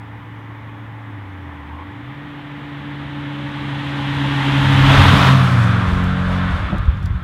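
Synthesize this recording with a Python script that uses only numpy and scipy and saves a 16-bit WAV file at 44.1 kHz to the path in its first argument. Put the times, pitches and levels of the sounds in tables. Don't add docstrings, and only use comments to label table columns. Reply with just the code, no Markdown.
import sys
import numpy as np
from scipy import signal
from scipy.fft import rfft, irfft, next_fast_len
from scipy.io import wavfile
from scipy.ndimage import uniform_filter1d, map_coordinates

SR = 44100
rng = np.random.default_rng(int(sys.argv[2]) if len(sys.argv) > 2 else 0)


def pcm_store(signal):
    levels = np.round(np.clip(np.atleast_2d(signal), -1, 1) * 32767)
    wavfile.write(sys.argv[1], SR, levels.astype(np.int16).T)


def rack_gain(trim_db):
    fader = np.asarray(trim_db, float)
    return 10 ** (fader / 20)


N = 318919

# (time [s], level [dB])
KNOCKS = [(5.131, -1.5), (6.728, -7.5), (6.743, -11)]
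AIR_BAND_HZ = (5500, 16400)


def unit(x):
    return x / np.sqrt(np.mean(x ** 2) + 1e-20)


def curves(rows):
    time_s, *columns = np.transpose(rows)
    return [np.interp(np.arange(N) / SR, time_s, column) for column in columns]


def gate(start_s, end_s, fade_s):
    t = np.arange(N) / SR
    opening = np.clip((t - start_s) / fade_s + 1, 0, 1)
    closing = np.clip((end_s - t) / fade_s + 1, 0, 1)
    return opening * closing


def bump(centre_s, width_s):
    return np.exp(-0.5 * ((np.arange(N) / SR - centre_s) / width_s) ** 2)


def share(aspect, reach):
    # (time [s], aspect [0 far ahead, 1 close ahead, 2 beside, 3 behind])
    heard_from = [(0, 0), (1.5, 0), (4.2, 1), (4.7, 1.1), (4.95, 1.5), (5.3, 2), (5.55, 3), (7.23, 3)]
    distance = abs(curves(heard_from)[0] - aspect)
    return np.sqrt(np.clip(1 - distance / reach, 0, 1))


def wobble(rate_hz):
    knots = rng.standard_normal(int(N * rate_hz / SR) + 4)
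    return map_coordinates(knots, [np.arange(N) * rate_hz / SR])


def coloured(x, spectrum, band_hz):
    m = next_fast_len(N + 8192)
    f = np.fft.rfftfreq(m, 1 / SR)
    hz, db = np.transpose(spectrum)
    gain = rack_gain(np.interp(np.log(f + 1), np.log(hz + 1), db, -120, -120))
    in_band = (f > band_hz[0]) & (f < band_hz[1])
    inside = np.sum(gain[in_band] ** 2) / np.sum(gain ** 2)
    return unit(irfft(rfft(x, m) * gain, m)[:N]) / np.sqrt(inside)


def rush(spectrum, band_hz, patchy_db):
    z = signal.stft(rng.standard_normal(N), nperseg=512)[2]
    field = uniform_filter1d(rng.standard_normal(z.shape), size=6, axis=0)
    field = uniform_filter1d(field, size=12, axis=1)
    patchy = signal.istft(z * rack_gain(patchy_db * unit(field)), nperseg=512)[1][:N]
    return coloured(patchy, spectrum, band_hz)


def grooves(x, depth_db, width_hz):
    m = next_fast_len(N + 8192)
    f = np.fft.rfftfreq(m, 1 / SR)
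    ripple = map_coordinates(rng.standard_normal(4000), [np.clip(f / width_hz, 0, 3999)])
    gain = rack_gain(depth_db * ripple)
    return irfft(rfft(x, m) * gain / np.sqrt(np.mean(gain ** 2)), m)[:N]


def tone(hz, db, waver_db, drift_rad):
    phase = 2 * np.pi * (np.cumsum(hz) / SR + rng.random()) + drift_rad * wobble(14)
    return np.sqrt(2) * rack_gain(db + waver_db * wobble(9)) * np.sin(phase)


def engine():
    # (time [s], frequency [Hz], level [dB])
    firing = [(0, 110.5, -36), (1.05, 110.7, -34.5), (1.35, 92.4, -35), (1.64, 74.3, -38.5),
              (1.79, 80.5, -34), (1.95, 107.5, -37), (2.08, 129.1, -31), (2.18, 144, -38),
              (3.1, 141.3, -32.5), (3.6, 139, -30), (4.16, 138.4, -23), (4.5, 136.4, -16.5),
              (4.9, 135.4, -11.5), (5.08, 135, -14.5), (5.14, 134.4, -16.5), (5.2, 133.7, -16.5),
              (5.34, 132.7, -8.5), (5.42, 128.5, -11.5), (5.5, 125.3, -15.5), (5.6, 117.2, -12.5),
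              (5.82, 111.2, -17.5), (5.9, 108, -24)]
    # (time [s], order 1.5 [dB re firing], order 2 [dB re firing], order 4 [dB re firing])
    upper = [(0, -20, -23, -29), (2.15, -21, -21, -29), (2.6, -16, -10, -25), (3.4, -12, -17, -19.5),
             (4.4, -22, -12.5, -25), (5.1, -11, -15, -31), (5.9, -24, -20.5, -46)]
    # (multiple of firing rate, level [dB re firing])
    crank = [(.5, -35), (.75, -21.5), (3.75, -43)]
    hz, db = curves(firing)
    x = tone(hz, db, waver_db=1.0, drift_rad=0.13)
    for order, order_db in zip((1.5, 2, 4), curves(upper)):
        x = x + tone(order * hz, db + order_db, waver_db=2.0, drift_rad=0.25)
    for order, order_db in crank:
        x = x + tone(order * hz, db + order_db, waver_db=-1, drift_rad=0.23)
    return x * gate(0, firing[-1][0], fade_s=0.046)


def fan():
    # (time [s], blade frequency [Hz], level [dB])
    blade = [(0, 290, -46.5), (1.5, 289.8, -42.5), (2, 290.5, -40.5), (3.6, 290.5, -31),
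             (4.05, 286.2, -29.5), (5, 284.4, -22), (5.22, 280, -24.5)]
    return tone(*curves(blade), waver_db=1.05, drift_rad=0.15) * gate(0, blade[-1][0], fade_s=0.063)


def tyres():
    # (time [s], level [dB])
    roar_level = [(0.0, -45), (1.85, -43), (2.54, -40), (3.38, -36), (3.99, -30), (4.61, -22.5),
                  (4.81, -20.5), (4.95, -14.5), (5.13, -17), (5.28, -16.5), (5.36, -22.5), (5.82, -25.5),
                  (6.14, -29), (6.5, -27.5), (6.67, -30), (6.99, -39), (7.23, -40.5)]
    # (frequency [Hz], density [dB per Hz])
    far = [(380, -51), (480, -6), (750, -6.5), (830, -1), (900, -0.5), (1050, -4), (1200, -5), (1500, -6.5),
           (1800, -4.5), (2050, -6), (2700, -16.5), (3500, -17.5), (4300, -33), (5500, -50)]
    # (frequency [Hz], density [dB per Hz])
    front = [(380, -51), (480, -8), (750, -7.5), (830, -0.5), (900, 1), (1100, -1.5), (1250, -4),
             (1500, -3.5), (1750, 0), (2300, -6), (3300, -5), (3900, -11.5), (4400, -23.5), (5500, -42)]
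    # (frequency [Hz], density [dB per Hz])
    side_on = [(380, -5), (480, -6), (650, -4), (750, -4), (900, -2.5), (1150, 2), (1500, -1.5),
               (1750, -5.5), (2300, -9), (3500, -9), (3900, -12.5), (4800, -28), (5500, -30)]
    # (frequency [Hz], density [dB per Hz])
    rear = [(380, -33), (480, -7.5), (700, -4.5), (870, -6.5), (1000, 0), (1200, 1.5), (1500, 0.5),
            (1750, -3), (2000, -7), (2700, -12.5), (3500, -13), (3900, -18), (4400, -28), (5500, -41)]
    # (frequency [Hz], density [dB per Hz])
    tread_colour = [(600, -29), (800, -4), (900, 1), (1100, 3.5), (1200, -18), (1500, -22)]
    # (time [s], tread level [dB])
    tread_swell = [(0, -50), (.62, -48), (.85, -54.5), (1.4, -52), (1.83, -39), (1.87, -60), (7.23, -62)]
    # (frequency [Hz], density [dB per Hz])
    rumble_colour = [(15, -5.5), (30, -10), (42, -3), (55, -2), (68, 11.5), (80, 14), (95, 6.5),
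                     (125, 15.5), (160, 8), (250, 8.5), (320, 5), (400, -0.5), (480, -3), (600, -19)]

    roar_db, = curves(roar_level)
    roar = np.zeros(N)
    for aspect, colour in enumerate((far, front, side_on, rear)):
        face = grooves(rush(colour, (1200, 4200), patchy_db=0.5), depth_db=1.3, width_hz=28)
        roar = roar + share(aspect, reach=1) * face
    tread = rack_gain(curves(tread_swell)[0]) * rush(tread_colour, (800, 1150), patchy_db=1.5)

    rumble_db = -31 + 0.69 * (roar_db - roar_db.max())
    seam_db = sum(5 * bump(s, width_s=0.033) for s, _ in KNOCKS)
    rumble_drop_db = 0.73 * share(2, reach=1) + 5.1 * share(3, reach=1)
    rumble_gain = rack_gain(rumble_db + seam_db - rumble_drop_db)
    rumble = rumble_gain * rush(rumble_colour, (310, 520), patchy_db=0.8)
    return rack_gain(roar_db) * roar + tread + rumble


def grit():
    # (frequency [Hz], density [dB per Hz])
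    close_colour = [(4000, 6), (5200, 0.5), (7000, -5.5), (9000, -10), (12000, -13), (15000, -19),
                    (16400, -19)]
    # (frequency [Hz], gain [dB])
    air_loss = [(4000, -2), (9000, 1), (12000, -2), (16400, -15)]
    # (time [s], level [dB])
    hiss_level = [(0, -83), (1.8, -78.5), (3.1, -69), (4, -57), (4.8, -45), (4.93, -39.5), (5.26, -39.5),
                  (5.4, -46.5), (5.85, -55), (6.2, -58), (6.6, -60.5), (6.75, -64), (6.9, -69), (7.23, -74)]
    # (time [s], level added [dB])
    sprays = [(5.48, 1), (5.62, 3.5), (5.94, 2.5), (6.34, 4), (6.54, 4)]
    band_hz = (6000, 16000)
    hz, db = np.transpose(close_colour)
    dull_colour = np.transpose([hz, db + np.interp(hz, *np.transpose(air_loss))])
    near = share(2, reach=1.2) * gate(0, 5.5, fade_s=0.8)
    bright = near * rush(close_colour, band_hz, patchy_db=1.5)
    dull = np.sqrt(1 - near ** 2) * rush(dull_colour, band_hz, patchy_db=0.5)
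    bursts_db = 0.59 * share(3, reach=1) * wobble(27) + 0.44 * wobble(60)
    sprays_db = sum(added_db * bump(s, width_s=0.047) for s, added_db in sprays)
    return rack_gain(curves(hiss_level)[0] + sprays_db) * rack_gain(bursts_db) * (bright + dull)


def background_air():
    # (frequency [Hz], density [dB per Hz])
    air_colour = [(3500, -15), (5000, 3), (7000, -2.5), (12000, -4.5), (16400, -3.5)]
    return rack_gain(-72) * rush(air_colour, AIR_BAND_HZ, patchy_db=1.1)


def whine():
    # (time [s], frequency [Hz], level [dB])
    whine_track = [(0, 13998, -88), (4.5, 14022, -88), (7.23, 14030, -88)]
    return tone(*curves(whine_track), waver_db=-1.0, drift_rad=0.2)


def wake():
    # (time [s], level [dB])
    wake_level = [(4.3, -59), (4.5, -36), (4.9, -23.5), (5.3, -34), (5.82, -42), (5.9, -22), (6.03, -25),
                  (6.12, -28), (6.46, -36), (6.54, -23.5), (6.68, -28.5), (6.88, -20), (7.05, -27),
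                  (7.23, -26.5)]
    # (frequency [Hz], density [dB per Hz])
    buffet_colour = [(12, -26), (22, -15), (30, -1), (40, 4), (75, 4), (100, 5.5), (130, 1), (200, -9),
                     (320, -23), (500, -32)]
    # (time [s], level before swing shape [dB], swing frequency [Hz])
    gusts = [(5.898, -7, 112), (5.923, -4, 64.5), (6.015, -13, 56), (6.53, -10.5, 65.6), (6.66, -17, 55.1),
             (6.852, -12, 70.6), (6.879, 2, 66.5), (7.042, -7.5, 88), (7.147, -7, 78)]
    lumps = unit(rack_gain(2.1 * wobble(16))) * rush(buffet_colour, (22, 78), patchy_db=2.2)
    x = rack_gain(curves(wake_level)[0]) * lumps * gate(wake_level[0][0], N / SR, fade_s=0.18)
    x = np.pad(x, (0, SR))
    t = np.arange(SR // 10) / SR
    for s, db, hz in gusts:
        cycles = t * hz
        swing = np.sin(2 * np.pi * cycles) * cycles * np.exp(-2.1 * cycles)
        x[round(s * SR):][:len(t)] += rack_gain(db + 11.5) * swing
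    return x[:N]


def exhaust():
    # (multiple of pulse rate, level [dB], full from [s], rise before that [dB per s])
    note = [(2, -22.5, 4.68, 120), (3, -26, 5.42, 150), (4, -22, 5.17, 60)]
    # (multiple of pulse rate, level [dB re order 4], from [s], to [s])
    pipe = [(1, -12, 6.1, 6.5), (5, -14, 5.55, 6.5), (6, -13, 5.5, 6.55), (7, -21, 5.55, 5.95),
            (8, -19, 5.45, 6.08), (10, -19, 5.75, 6.52), (12, -24, 6.05, 6.4), (13, -21, 6.15, 6.75),
            (14, -24, 6.05, 6.4), (16, -24, 5.98, 6.4)]
    end_hz, drop_hz, pass_s, pass_width_s = 45.17, 6.2, 4.9, 0.183
    boom_s, boom_rise_s, boom_fall_s, boom_db = 5.09, 0.13, 0.033, 12
    lift_s, lift_fade_s, lift_db = 6.46, 0.11, -13
    t = np.arange(N) / SR
    hz = end_hz + drop_hz / (1 + np.exp((t - pass_s) / pass_width_s))
    sink_db = lift_db * np.clip((t - lift_s) / lift_fade_s, 0, 1)
    levels_db = [db + sink_db + rise * np.minimum(t - full_s, 0) for _, db, full_s, rise in note]
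    boom_width_s = np.where(t < boom_s, boom_rise_s, boom_fall_s)
    levels_db[0] = levels_db[0] + boom_db * bump(boom_s, boom_width_s)
    x = np.zeros(N)
    for row, db in zip(note, levels_db):
        x = x + tone(round(row[0]) * hz, db, waver_db=0.56, drift_rad=0.087)
    order_4_db = levels_db[2]
    for order, db, start_s, end_s in pipe:
        further = tone(order * hz, order_4_db + db, waver_db=1.7, drift_rad=0.082)
        x = x + gate(start_s, end_s, fade_s=0.042) * further
    return x


def knocks():
    # (frequency [Hz], level [dB re knock], 60 dB decay time [s])
    body = [(175, -1, 0.085), (304, -12, 0.03), (593, -9, 0.035), (696, -15, 0.041)]
    x = np.zeros(N + SR)
    t = np.arange(SR // 5) / SR
    onset = 1 - np.exp(-t / 0.0011)
    for s, db in KNOCKS:
        ring = sum(rack_gain(mode_db - 60 * t / t60_s) * np.sin(2 * np.pi * hz * t) for hz, mode_db, t60_s in body)
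        x[round(s * SR):][:len(t)] += rack_gain(db) * ring * onset
    return x[:N]


def grass():
    # (start [s], level at mid-burst before smoothing [dB], length [s])
    snaps = [(6.034, -46, 0.013), (6.04, -53, 0.0055), (6.781, -43.5, .005), (6.854, -50, .003),
             (6.971, -54, .004), (7.026, -53, .008), (7.038, -52, 0.0018), (7.055, -43, 0.0098),
             (7.071, -61, .008)]
    colour = [(2500, -4), (4500, 9), (9000, -1), (13000, -5), (16400, -9)]  # (Hz, dB per Hz)
    t = np.arange(N) / SR
    shape = np.zeros(N)
    for s, db, length_s in snaps:
        off_centre = np.clip(abs(2 * (t - s) / length_s - 1), 0, 1)
        shape += rack_gain(db - 8 * off_centre) * ((t > s) & (t < s + length_s))
    crackle = rack_gain(2.4 * wobble(600)) * coloured(rng.standard_normal(N), colour, AIR_BAND_HZ)
    return uniform_filter1d(shape, size=20) * unit(crackle)


def scene():
    car = engine() + fan() + tyres() + grit()
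    background = background_air() + whine()
    passing = wake() + exhaust() + knocks() + grass()
    return (car + background + passing)[None]


def band_limit(x):
    return signal.sosfilt(signal.butter(12, 16360, fs=SR, output="sos"), x)


def record(dry):
    bass_cut = signal.butter(2, 16, "high", fs=SR, output="sos")
    mix = signal.sosfilt(bass_cut, dry)
    mix = mix / (1 + np.abs(mix) ** 24) ** (1 / 24)
    return band_limit(mix)


dry = scene()
out = record(dry)
pcm_store(out)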